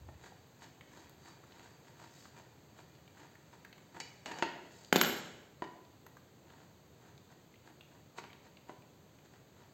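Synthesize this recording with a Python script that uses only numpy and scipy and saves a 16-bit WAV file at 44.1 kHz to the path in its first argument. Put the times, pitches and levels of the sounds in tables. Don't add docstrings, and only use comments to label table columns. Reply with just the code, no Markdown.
import sys
import numpy as np
from scipy import signal
from scipy.fft import rfft, irfft, next_fast_len
from scipy.io import wavfile
from scipy.ndimage import uniform_filter1d

SR = 44100
rng = np.random.default_rng(int(sys.argv[2]) if len(sys.argv) > 2 else 0)


def int16_out(signal):
    q = np.round(np.clip(np.atleast_2d(signal).T, -1, 1) * 32767)
    wavfile.write(sys.argv[1], SR, q.astype(np.int16))


N = 429093
T = np.arange(N) / SR
LIFT_S = 4.9


def undb(db):
    return 10 ** (np.asarray(db) / 20)


def unit(x):
    return x / np.sqrt(np.mean(x ** 2))


def peak(x, db):
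    return x * undb(db) / np.abs(x).max()


def add(track, s, sound):
    start = max(int(s * SR), 0)
    track[start:start + len(sound)] += sound[:max(N - start, 0)]


def curve(hz, points):
    f, value = np.transpose(points)
    return np.interp(np.log(hz + 1), np.log(f), value)


def colour(x, points):
    size = 2 * next_fast_len(len(x) // 2 + 2048)
    hz = np.arange(size // 2 + 1) * SR / size
    cepstrum = irfft(np.log(undb(curve(hz, points))))
    cepstrum[1:size // 2] *= 2
    cepstrum[size // 2 + 1:] = 0
    return irfft(rfft(x, size) * np.exp(rfft(cepstrum)))[:len(x)]


def fade(t, t60):
    return np.exp(-np.log(1000) * t / t60)


def ring(modes, detune=0., scatter_db=0.):
    t = T[:SR // 2]
    chance = rng.standard_normal((len(modes), 2))
    sound = np.zeros(len(t))
    for k, ((hz, db, t60), (pitch_shift, level_shift)) in enumerate(zip(modes, chance)):
        tone = np.sin(2 * np.pi * hz * (1 + detune * pitch_shift) * t)
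        polarity = (-1) ** k
        sound += polarity * undb(db + scatter_db * level_shift) * fade(t, t60) * tone
    return signal.sosfilt(signal.butter(1, modes[0][0] / 2, "high", fs=SR, output="sos"), sound)


def burst(t60):
    return np.sign(rng.standard_normal(SR // 2)) * fade(T[:SR // 2], t60)


# frequency in Hz, relative density in dB per Hz.
BACKGROUND_COLOUR = [(25, -28.5), (50, -20.5), (80, -2.5), (140, 1.5), (230, -5.5), (420, -7), (850, -14.5),
                     (1500, -20.5), (3000, -24.5), (4500, -23), (7000, -25), (9000, -26), (12000, -25.5),
                     (15500, -25.5)]


def background(level_db=-62, bump_hz=88, bump_db=-54, bump_s=0.043, bump_length_s=0.097):
    air = unit(colour(rng.standard_normal(N), BACKGROUND_COLOUR)) * undb(level_db)
    band = [bump_hz / 1.48, bump_hz * 1.35]
    low = signal.sosfilt(signal.butter(3, band, "band", fs=SR, output="sos"), rng.standard_normal(N))
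    swell = 1 / (1 + ((T - bump_s) / bump_length_s) ** 2)
    return air + unit(low) * undb(bump_db) * swell


def slips(per_s, spread_db):
    sizes = undb(spread_db * np.minimum(rng.exponential(size=N), 3))
    return np.sign(rng.standard_normal(N)) * sizes * (rng.random(N) < per_s / SR)


# frequency in Hz, level in dB, t60 in seconds.
WRENCH_MODES = [(1762, 0, 0.072), (1970, -15, 0.33), (2400, -3.5, 0.42), (2927, -1.5, 0.18),
                (3890, -5, 0.24), (4610, -0.5, 0.29), (5200, -3.5, 0.33), (5390, 1.5, 0.13),
                (6700, -7.5, 0.23), (6980, 3.5, 0.04), (6360, -16, 0.086), (7050, -4.5, 0.16)]


def steel(split=0.012, twin_db=-3):
    return ring(WRENCH_MODES) + undb(twin_db) * ring(WRENCH_MODES, detune=split, scatter_db=2)


# middle in seconds, length in seconds, relative level in dB.
WRENCH_STROKES = [(0.259, 0.054, -56.5), (0.639, 0.049, -55.5), (0.977, .1, -58), (1.278, 0.074, -56.5),
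                  (1.612, 0.14, -59), (1.878, 0.053, -63), (2.025, 0.063, -55.5), (2.384, 0.035, -53),
                  (2.797, 0.038, -57), (3.212, 0.065, -56), (3.544, 0.025, -57.5), (3.967, 0.032, -50.5),
                  (4.301, 0.046, -45.5), (4.381, .042, -45)]
HAND_BRUSHES = [2.187, 4.79]
# middle in seconds, length in seconds, relative level in dB.
FINGER_TWISTS = [(6.57, 0.17, -61.5), (7.06, 0.11, -63), (7.318, .034, -60), (7.679, 0.051, -59.5),
                 (7.946, .07, -62), (8.187, 0.025, -46), (8.455, 0.032, -59), (8.7, 0.028, -56),
                 (9.256, 0.017, -58), (9.345, 0.037, -61.5), (9.616, 0.1, -63.5)]


def movements(tight_tilt=0.1, loose_tilt=-4.5, twist_tilt=-1.9, brush_tilt=6.5):
    wrench = [(s, length, db, np.interp(s, [0, LIFT_S], [tight_tilt, loose_tilt]))
              for s, length, db in WRENCH_STROKES]
    fingers = [(s, length, db, twist_tilt) for s, length, db in FINGER_TWISTS]
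    hand = [(s, 0.13, -60.5, brush_tilt) for s in HAND_BRUSHES]
    return wrench + fingers + hand


# frequency in Hz, gain in dB.
RUB_COLOUR = [(60, -43), (150, -5.5), (320, -4), (900, 4), (1200, 2), (1800, -6), (3300, -7), (4600, -3.5),
              (7000, -2.5), (9000, -6), (15000, -16.5)]
# nominal frequency in Hz, level in dB, t60 in seconds.
HOUSING_MODES = [(324, 2, 0.025), (616, -9.5, 0.05), (725, -5, 0.051), (949, 2.5, 0.033), (1276, 0, 0.011),
                 (1464, -0.5, 0.019), (1943, 0, 0.019), (2640, 1.5, 0.0093), (3280, 4, 0.0068),
                 (4300, 1.5, 0.0071), (6870, -11, 0.01)]
# nominal frequency in Hz, level in dB, t60 in seconds.
CLACK_MODES = [(862, -20.5, 0.013), (1610, -4.5, 0.013), (2080, -6.5, 0.0058), (3174, -16, 0.012)]


def rubbing(steel_db=-6, catch_db=0, jerk_db=3.5, idle_db=-77.5, pressure_db=-3.5):
    jerks = undb(jerk_db * np.tanh(unit(uniform_filter1d(rng.standard_normal(N), size=250))))
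    fine = slips(3500, 2.06) * jerks
    coarse = slips(190, 2.5) * jerks
    ringing = signal.fftconvolve(fine, steel())[:N]
    rattle = signal.fftconvolve(coarse, ring(CLACK_MODES) + ring(HOUSING_MODES) / 3)[:N]
    rub = unit(colour(fine, RUB_COLOUR))
    rub += undb(steel_db) * unit(ringing)
    rub += undb(catch_db) * unit(rattle)
    out = undb(idle_db) * rub * (T < LIFT_S)
    for s, length, db, tilt in movements():
        near = slice(max(int((s - 2 * length) * SR), 0), int((s + 2 * length) * SR))
        stroke = unit(colour(rub[near], [(600, -1.5 * tilt), (4800, 1.5 * tilt)]))
        swell = np.exp(-2 * ((T[near] - s) / length) ** 2)
        out[near] += undb(db + pressure_db) * stroke * swell
    return out


# start in seconds, peak of the housing's ring in dB,
# hardness of the contact from 0 (softest) to 1 (bare steel), pitch ratio of the struck spot.
HOUSING_KNOCKS = [(0.087, -42.5, .05, 0.9), (.321, -49, 0, .91), (4.001, -38.5, 0.97, 0.93),
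                  (4.2591, -32, 0.71, 0.874), (4.317, -36.5, .66, .9), (4.386, -37.5, 0.79, .89),
                  (4.4239, -17.5, .34, 0.973), (5.6211, -26.5, 0.1, 0.982), (5.64, -39, 0.46, 1.15),
                  (8.184, -36, 0.5, 1.2), (8.239, -41.5, 0.4, 0.85), (8.694, -35.5, 0.05, 1.01)]


def contacts(rebound_s=.0048, rebound_db=-11.5, rebound_hardness=0.28):
    rebounds = [(s + rebound_s, db + rebound_db, hard * rebound_hardness, ratio)
                for s, db, hard, ratio in HOUSING_KNOCKS]
    for s, db, hard, ratio in HOUSING_KNOCKS + rebounds:
        cut_hz = np.interp(hard, [0, 1], [800, 5700])
        sing_db = np.interp(hard, [0, 1], [-42, 3])
        scrape_db = np.interp(hard, [0, 1], [-26, 6])
        yield s, db, cut_hz, ratio, sing_db, scrape_db


# frequency in Hz, gain in dB.
SCRAPE_COLOUR = [(100, -28), (400, 6), (1200, -10.5), (2200, 6), (3500, -10), (5000, 3.5), (7200, -6),
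                 (9000, -9), (15000, -25)]


def knocks(chatter_db=-25, chatter_t60=0.07, scrape_t60=0.057):
    out = np.zeros(N)
    for s, db, cut_hz, ratio, sing_db, scrape_db in contacts():
        push = undb(chatter_db) * burst(chatter_t60)
        push = signal.sosfilt(signal.butter(1, 2000, "high", fs=SR, output="sos"), push)
        push[0] += 1
        push = signal.sosfilt(signal.butter(2, min(cut_hz, SR / 3), fs=SR, output="sos"), push)
        spot = [(hz * ratio, mode_db, t60) for hz, mode_db, t60 in HOUSING_MODES]
        body = signal.fftconvolve(push, ring(spot, detune=0.027))[:len(push)]
        add(out, s, peak(body, db))
        add(out, s, peak(steel(), db + sing_db))
        add(out, s, peak(colour(burst(scrape_t60), SCRAPE_COLOUR), db + scrape_db))
    return out


def grit(per_s=1, db=-56, centre_hz=2730, spread_octaves=0.6):
    chance = rng.random(size=(40, 2))
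    times = np.cumsum(-np.log(1 - chance[:, 0])) / per_s
    pitches = centre_hz * 2 ** (spread_octaves * (2 * chance[:, 1] - 1))
    return [(s, db, hz) for s, hz in zip(times, pitches) if s < T[-1]]


# start in seconds, peak of the click in dB, pitch in Hz.
CLEAR_TICKS = [(0.8099, -45.5, 2230), (1.095, -45, 11900), (1.438, -50, 1230), (1.5218, -48.5, 3030),
               (2.255, -46.5, 1260), (3.0773, -50, 2370), (3.354, -49.5, 1770), (3.6482, -42.5, 1660),
               (3.7274, -45.5, 2640), (3.78, -51.5, 1610), (4.847, -44.5, 5100), (6.065, -46.5, 12400),
               (6.0648, -47, 1326), (6.1691, -46.5, 1210), (7.178, -50.5, 3900), (7.809, -47, 2770),
               (8.3026, -51.5, 2240), (8.3303, -47, 3030), (8.57, -50.5, 2780)]


def ticks(low_db=-13, below_db=-3, above_db=-5.5, high_db=-20, tone_db=-10.0):
    out = np.zeros(N)
    for s, db, hz in CLEAR_TICKS + grit():
        t60 = 0.03 * (2000 / hz) ** 0.53
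        octaves = hz * 2. ** np.array([-2, -.5, 0, .5, 1.25])
        shape = list(zip(octaves, [low_db, below_db, 0, above_db, high_db]))
        add(out, s, peak(colour(burst(t60), shape), db))
        add(out, s, peak(ring([(hz, 0, t60)]), db + tone_db))
    return out


# start in seconds, then the peaks of thud, clack and crack in dB.
LANDINGS = [(4.9265, -16, -12.5, -20.5), (4.959, -14.5, -23, -14.5), (4.9645, -26.5, -31, -17),
            (5.0132, -50, -19, -10), (5.035, -67, -23, -30), (5.047, -40, -29, -29)]
# nominal frequency in Hz, level in dB, t60 in seconds.
THUD_MODES = [(219, 1, 0.039), (414, 6, 0.016), (863, -0.5, 0.018)]
# nominal frequency in Hz, level in dB, t60 in seconds.
PING_MODES = [(12780, 0, 0.24)]
# frequency in Hz, gain in dB.
CRACK_COLOUR = [(80, -57), (300, -12), (1500, -0.5), (3500, 1.5), (5500, 0), (7500, -4.5), (12000, -18),
                (15500, -9)]


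def clatter(crack_t60=0.014, second_edge_s=.0017, second_edge_db=-4, ring_db=-16, ping_db=-13.5):
    out = np.zeros(N)
    for s, thud_db, clack_db, crack_db in LANDINGS:
        add(out, s, peak(ring(THUD_MODES, detune=0.039), thud_db))
        add(out, s, peak(ring(CLACK_MODES, detune=0.05), clack_db))
        second_edge = colour(burst(crack_t60), RUB_COLOUR)
        add(out, s + second_edge_s, peak(second_edge, clack_db + second_edge_db))
        add(out, s, peak(colour(burst(crack_t60), CRACK_COLOUR), crack_db))
        add(out, s, peak(steel(), clack_db + ring_db))
        add(out, s, peak(ring(PING_MODES, detune=0.000067), crack_db + ping_db))
    return out


# band centre in Hz, t60 in seconds, relative level in dB.
ROOM_BANDS = [(100, 0.98, -7.5), (204, 0.88, -3), (503, 0.87, -4.5), (1190, 0.75, -7), (2500, 0.81, -4),
              (5000, 0.71, -3.5), (8000, 0.77, -8.5), (13100, 0.37, -1.5)]


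def workshop(dry, wet_db, build_s):
    t = T[:SR]
    noise = rfft(rng.standard_normal(SR))
    centres = [row[0] for row in ROOM_BANDS]
    echo = np.zeros(SR)
    for share, (_, t60, db) in zip(np.eye(len(ROOM_BANDS)), ROOM_BANDS):
        band = irfft(noise * curve(np.arange(len(noise)), list(zip(centres, share))))
        echo += undb(db) * band * fade(t, t60)
    echo *= (1 - np.exp(-(t / build_s) ** 2)) / np.sqrt(SR / 20)
    return dry + undb(wet_db) * signal.fftconvolve(dry, echo)[:N]


def scene():
    at_saw = workshop(rubbing() + ticks() + knocks(), wet_db=0, build_s=0.0063)
    on_floor = workshop(clatter(), wet_db=1.5, build_s=0.01)
    mono = at_saw + on_floor + background()
    return np.array([mono, mono])


# frequency in Hz, gain in dB.
TREBLE_COLOUR = [(4700, 1.5), (5000, -7.5), (5950, -5.5), (6250, 3.5), (7600, 0), (8400, -4), (8800, -18),
                 (11300, -19.5), (11800, -6), (13000, -5), (15500, -3)]


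def record(dry, top_hz=15850):
    heard = np.array([colour(channel, TREBLE_COLOUR) for channel in dry])
    return signal.sosfilt(signal.ellip(10, .2, 80, top_hz, fs=SR, output="sos"), heard)


dry = scene()
out = record(dry)
int16_out(out)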